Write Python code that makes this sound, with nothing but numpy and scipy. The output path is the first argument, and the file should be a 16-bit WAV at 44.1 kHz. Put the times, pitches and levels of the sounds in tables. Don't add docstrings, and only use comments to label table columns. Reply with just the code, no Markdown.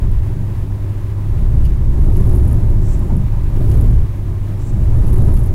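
import sys
import numpy as np
from scipy import signal
from scipy.fft import rfft, irfft, next_fast_len
from scipy.io import wavfile
from scipy.ndimage import uniform_filter1d

SR = 44100
rng = np.random.default_rng(int(sys.argv[2]) if len(sys.argv) > 2 else 0)


def transcribe(u):
    v = np.clip(np.atleast_2d(u).T, -1, 1)
    q = np.round(v * 32767).astype(np.int16)
    wavfile.write(sys.argv[1], SR, q)


N = 244314
TIME = np.arange(N) / SR


def amp(db):
    return 10 ** (np.asarray(db) / 20)


def unit(x):
    return x / np.sqrt(np.mean(x ** 2) + 1e-20)


def curve(table, column):
    rows = np.asarray(table)
    return np.interp(TIME, rows[:, 0], rows[:, column])


def noise(spectrum, resonances=()):
    hz, db = np.transpose(spectrum)
    size = next_fast_len(N)
    bins = np.fft.rfftfreq(size, 1 / SR)
    spectrum_db = np.interp(np.log(bins + 1), np.log(hz + 1), db)
    beyond_db = -40 * np.log10(np.maximum(bins / hz[-1], 1))
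    lift_db = sum(lift / (1 + (2 * (bins - centre) / width) ** 2) for centre, width, lift in resonances)
    shape = amp(spectrum_db + beyond_db + lift_db)
    white = rng.standard_normal(size)
    return unit(irfft(rfft(white) * shape, size)[:N])


def wander(rate_hz):
    bins = np.fft.rfftfreq(N, 1 / SR)
    slow = np.exp(-(bins / rate_hz) ** 2) * (bins > 0)
    return unit(irfft(rfft(rng.standard_normal(N)) * slow, N))


def sustained(x, span_s):
    power = uniform_filter1d(x ** 2, max(int(span_s * SR), 2))
    return x / np.sqrt(power + 1e-6)


def jolt(s, decay_s):
    age = np.clip((TIME - s) / decay_s, 0, 20)
    return np.minimum(8 * age, 1) * np.exp(-np.maximum(age - 1 / 8, 0))


def swells(rows):
    return sum(amp(db) * np.exp(-(2 * (TIME - s) / length_s) ** 2) for s, db, length_s in rows)


def ring(force, modes):
    t = np.arange(4096) / SR
    response = 0
    for k, (hz, width, db) in enumerate(modes):
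        decay = np.exp(-np.pi * width * t)
        strength = (-1) ** k * amp(db) * np.sqrt(width)
        response = response + strength * decay * np.sin(2 * np.pi * hz * t)
    return signal.oaconvolve(force, response / np.linalg.norm(response))[:N]


# time in seconds, unevenness in dB, coarseness in dB.
ROAD_SURFACE = [(0.0, -13, -32.5), (0.14, -7.0, -35.5), (0.32, -18, -32), (1.18, -21, -35),
                (1.35, -11.5, -32.5), (1.62, -6.5, -30), (1.77, -10, -33.5), (2.2, -5, -25.5),
                (2.52, -8.5, -27.5), (2.76, -7.5, -29.5), (3.08, -12, -29.0), (3.3, -12, -34.5),
                (3.53, -10.5, -31.5), (3.76, -8, -25), (3.99, -4, -31), (4.08, -19.5, -34.5),
                (4.6, -19.5, -32.5), (4.82, -8, -29), (5.3, -5, -24.5), (5.54, -12, -30.5)]
BOOM_FROM_COARSE = 0.7


def shaking():
    uneven, coarse = curve(ROAD_SURFACE, column=1), curve(ROAD_SURFACE, column=2)
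    return amp(uneven), amp(uneven + BOOM_FROM_COARSE * (coarse - uneven))


# frequency in Hz, relative density in dB per Hz.
SHUDDER_COLOUR = [(5, -16), (11, -1.5), (17, -3.5), (32, 3), (42, -10), (52, -3.5), (63, -4), (75, -5),
                  (90, -20), (140, -51)]
BOOM_COLOUR = [(45, -20.5), (68, -7), (80, -1), (96, -1.5), (108, -4.5), (124, -0.5), (137, -6), (155, -8),
               (180, -13), (205, -14.5), (222, -20.5), (275, -22.5), (330, -31.5), (500, -39)]
TREAD_COLOUR = [(170, -62), (250, -3.5), (300, 0), (330, -4), (385, -2.5), (420, -8.5), (480, -13.5),
                (560, -13), (730, -19), (1000, -22.5), (1430, -30.5), (1650, -28.5), (3000, -45.5),
                (7000, -41.5)]
THUD_COLOUR = [(80, -24), (190, 8.5), (280, 8), (380, 4.5), (480, -10), (680, -11.5), (1000, -16),
               (1600, -33), (3000, -35)]
# frequency in Hz, width in Hz, lift in dB.
CABIN_RESONANCES = [(15.2, 4.5, 1.5), (23.8, 6.9, 6.5), (196, 9.9, 1.5), (355, 26, 5.5), (604, 100, 3.5),
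                    (799, 27, 6.5), (910, 48, 6), (1028, 40, 4), (1246, 28, 7), (3790, 280, 6.5)]
# time in seconds, thud in dB, boom in dB, decay in seconds.
ROAD_JOINTS = [(0.015, -30.5, -23, 0.067), (1.531, -36, -16, 0.049), (2.079, -23.5, -14, 0.044),
               (2.334, -25, -14, 0.043), (3.115, -41, -10.5, 0.082), (3.602, -24, -13.5, 0.038),
               (5.268, -24, -12, 0.05)]


def road(shudder_db=-2.5, boom_db=4.0, tread_db=-4.0, lumps_db=1.1, grit_db=0.9):
    sway, drumming = shaking()
    kicks = sum(amp(db) * jolt(s, decay_s) for s, _, db, decay_s in ROAD_JOINTS)
    shudder = sustained(noise(SHUDDER_COLOUR, CABIN_RESONANCES), 0.1305) * sway * amp(shudder_db)

    boom_gain = np.hypot(drumming * amp(boom_db + lumps_db * wander(6.6)), kicks)
    boom = sustained(noise(BOOM_COLOUR, CABIN_RESONANCES), 0.0777) * boom_gain

    tread_gain = amp(curve(ROAD_SURFACE, column=2) + tread_db + grit_db * wander(25))
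    tread = noise(TREAD_COLOUR, CABIN_RESONANCES) * tread_gain

    thud_gain = sum(amp(db) * jolt(s, decay_s) for s, db, _, decay_s in ROAD_JOINTS)
    thumps = noise(THUD_COLOUR, CABIN_RESONANCES) * thud_gain
    return shudder + boom + tread + thumps


# frequency in Hz, level over that drive in dB, drive that wakes it in dB.
DRONING_PANELS = [(61.94, -11.5, -14), (116.2, 3, -25)]


def drones(waver=0.0066, throb_db=0.5):
    notes = 0
    for (hz, db, wake_db), drive in zip(DRONING_PANELS, shaking()):
        awake = drive ** 2 / (drive ** 2 + amp(wake_db) ** 2)
        turns = np.cumsum(hz * (1 + waver * wander(5.5))) / SR + rng.random()
        tone = np.sqrt(2) * np.sin(2 * np.pi * turns)
        notes = notes + drive * awake * amp(db + throb_db * wander(5.3)) * tone
    return notes


# multiple of the crankshaft speed, rms level in dB.
ENGINE_TONES = [(1, -30.5), (2, -21.5), (4, -44.5), (6, -52)]
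CRANK_HZ = 50.13


def engine(waver=0.0038, throb_db=1.5):
    turns = np.cumsum(CRANK_HZ * (1 + waver * wander(3.33))) / SR
    total = 0
    for order, db in ENGINE_TONES:
        tone = np.sqrt(2) * np.sin(2 * np.pi * (order * turns + rng.random()))
        total = total + amp(db + throb_db * wander(3.3)) * tone
    return total


# start in seconds, length in seconds, level of a contact in dB.
RATTLE_BOUTS = [(2.122, 0.44, -46), (3.669, .17, -47.5), (5.061, 0.42, -44.5)]
# time in seconds, relative peak in dB.
FITTING_KNOCKS = [(0.1156, -35), (1.651, -33), (2.168, -30), (2.2936, -29), (2.4415, -40), (2.5216, -33),
                  (2.7012, -37), (2.992, -31), (3.166, -32.5), (3.7146, -32), (3.8102, -31), (5.0784, -33),
                  (5.1743, -38), (5.3664, -28)]
# frequency in Hz, width in Hz, relative level in dB.
PLASTIC_MODES = [(6920, 480, -14.5), (8670, 450, -9), (9740, 370, -6.5), (10620, 260, -3.5),
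                 (11150, 320, -2), (11500, 510, 2.5), (11630, 300, -2.5), (11700, 320, -10.5),
                 (13900, 2500, -8)]
BUZZ_FROM_DB, BUZZ_RANGE_DB = -28.5, 2
RATTLE_EDGE_S = 0.034


def fitting(knock_db=-9, buzz_db=-53, rattles_hz=160, spread_db=2.2, rattle_s=0.0016, dry_db=-13,
            clump_db=1.5, clump_hz=100, bounce_s=0.0029, contacts_hz=5000):
    loose = 1 / (1 + np.exp((BUZZ_FROM_DB - curve(ROAD_SURFACE, column=2)) / BUZZ_RANGE_DB))
    clumps = unit(amp(clump_db * np.clip(wander(clump_hz), -2, 2)))
    buzz = amp(buzz_db) * loose * clumps

    bouts = 0
    for start, length, db in RATTLE_BOUTS:
        inside_s = np.minimum(TIME - start, start + length - TIME)
        bouts = bouts + amp(db) * np.clip(inside_s / RATTLE_EDGE_S + 0.5, 0, 1)
    happens = rng.random(N) < rattles_hz / SR
    hits = happens * bouts * amp(spread_db * np.clip(rng.standard_normal(N), -2, 2))
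    rattles = signal.oaconvolve(hits, jolt(0, rattle_s)[:4096])[:N]

    knocks = sum(amp(db + knock_db) * jolt(s, bounce_s) for s, db in FITTING_KNOCKS)
    strength = np.sqrt(buzz ** 2 + rattles ** 2 + knocks ** 2)
    ringing, dead = rng.standard_normal((2, N)) * (rng.random((2, N)) < contacts_hz / SR)
    ticks = unit(np.diff(dead, prepend=0))
    return ring(strength * unit(ringing), PLASTIC_MODES) + amp(dry_db) * strength * ticks


# frequency in Hz, relative density in dB per Hz.
WAKE_COLOUR = [(150, -13), (420, 5), (700, -16), (1200, -13), (2000, -21), (3600, -25.5), (6000, -34),
               (12000, -27)]


def lorry(pass_s=3.74, span_s=0.2, level_db=-39, buffet_db=1.5):
    swell = np.exp(-0.5 * ((TIME - pass_s) / span_s) ** 2)
    return noise(WAKE_COLOUR) * swell * amp(level_db + buffet_db * wander(25))


# time in seconds, level in dB, length in seconds.
SWISHES = [(1.19, -44.5, 0.084), (3.03, -43.5, 0.077), (3.11, -36, 0.027), (3.36, -42.5, 0.083),
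           (4.93, -40, .05), (5.18, -40, 0.08), (5.29, -34.5, 0.036)]
# frequency in Hz, relative density in dB per Hz.
SWISH_COLOUR = [(350, -12), (600, 2), (950, 6), (1300, -7), (2200, -19), (4000, -30)]


def swishes():
    return noise(SWISH_COLOUR, CABIN_RESONANCES) * swells(SWISHES)


# start in seconds, length in seconds, rubbing level in dB.
OBJECT_SLIDES = [(2.8, .14, -48), (4.545, 0.15, -53)]
# frequency in Hz, width in Hz, relative level in dB.
OBJECT_MODES = [(5520, 340, -4.5), (6280, 350, -2.5), (7040, 200, -4), (7340, 50, -3), (7440, 34, -1),
                (7840, 300, -3), (8800, 200, -2.5)]
SLIDE_RISE_S, SLIDE_STOP_S = 0.093, 0.028


def slide(slip_db=2.5, slip_hz=50, dry_db=-13, creep_db=-11, creep_s=0.2):
    speed = 0
    for start, length, db in OBJECT_SLIDES:
        after = np.maximum(TIME - start - length, 0)
        creep = amp(creep_db) * np.exp(-after / creep_s)
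        stopping = np.maximum(np.exp(-after / SLIDE_STOP_S), creep)
        speed = speed + amp(db) * np.clip((TIME - start) / SLIDE_RISE_S, 0, 1) * stopping
    force = rng.standard_normal(N) * speed * amp(slip_db * wander(slip_hz))
    return ring(force, OBJECT_MODES) + amp(dry_db) * force


# time in seconds, level in dB, length in seconds.
TRIM_CREAKS = [(1.658, -46.5, .035), (2.16, -50, .03), (3.718, -47.5, .015), (4.83, -55, .02),
               (5.08, -48, .02), (5.37, -50, .025)]
# frequency in Hz, width in Hz, relative level in dB.
TRIM_MODES = [(2850, 350, 3), (3700, 500, -5.5), (4650, 700, -1), (6600, 900, -3), (12500, 3000, 2)]


def creaks(slips_hz=2500):
    slips = unit(rng.standard_normal(N) * (rng.random(N) < slips_hz / SR))
    return ring(swells(TRIM_CREAKS) * slips, TRIM_MODES)


# frequency in Hz, relative density in dB per Hz.
WIND_COLOUR = [(100, -6), (500, -5), (1000, 8), (1400, -1.5), (1700, 0), (2300, -3), (3200, -8),
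               (4800, -14.5), (8000, -18), (11000, -14.5), (16000, -19.5)]


def wind(level_db=-47.5, flutter_db=1.0):
    return noise(WIND_COLOUR) * amp(level_db + flutter_db * wander(13))


def scene():
    car = road() + drones() + engine() + wind()
    loose_parts = fitting() + slide() + creaks()
    return (car + loose_parts + lorry() + swishes())[None]


def record(dry, ceiling=0.66, knee=12, leak=0.02, droop_hz=1.6, hiss_db=-58, edge_hz=15850):
    clipped = dry / (1 + np.abs(dry / ceiling) ** knee) ** (1 / knee)
    clipped = clipped + leak * (dry - clipped)
    coupled = signal.lfilter(*signal.butter(1, droop_hz, "high", fs=SR), clipped)
    coupled = coupled + amp(hiss_db) * rng.standard_normal(N)
    lowpass = signal.firwin(1201, edge_hz, window=("kaiser", 9), fs=SR)
    return signal.oaconvolve(coupled, lowpass[None], "same")


dry = scene()
out = record(dry)
transcribe(out)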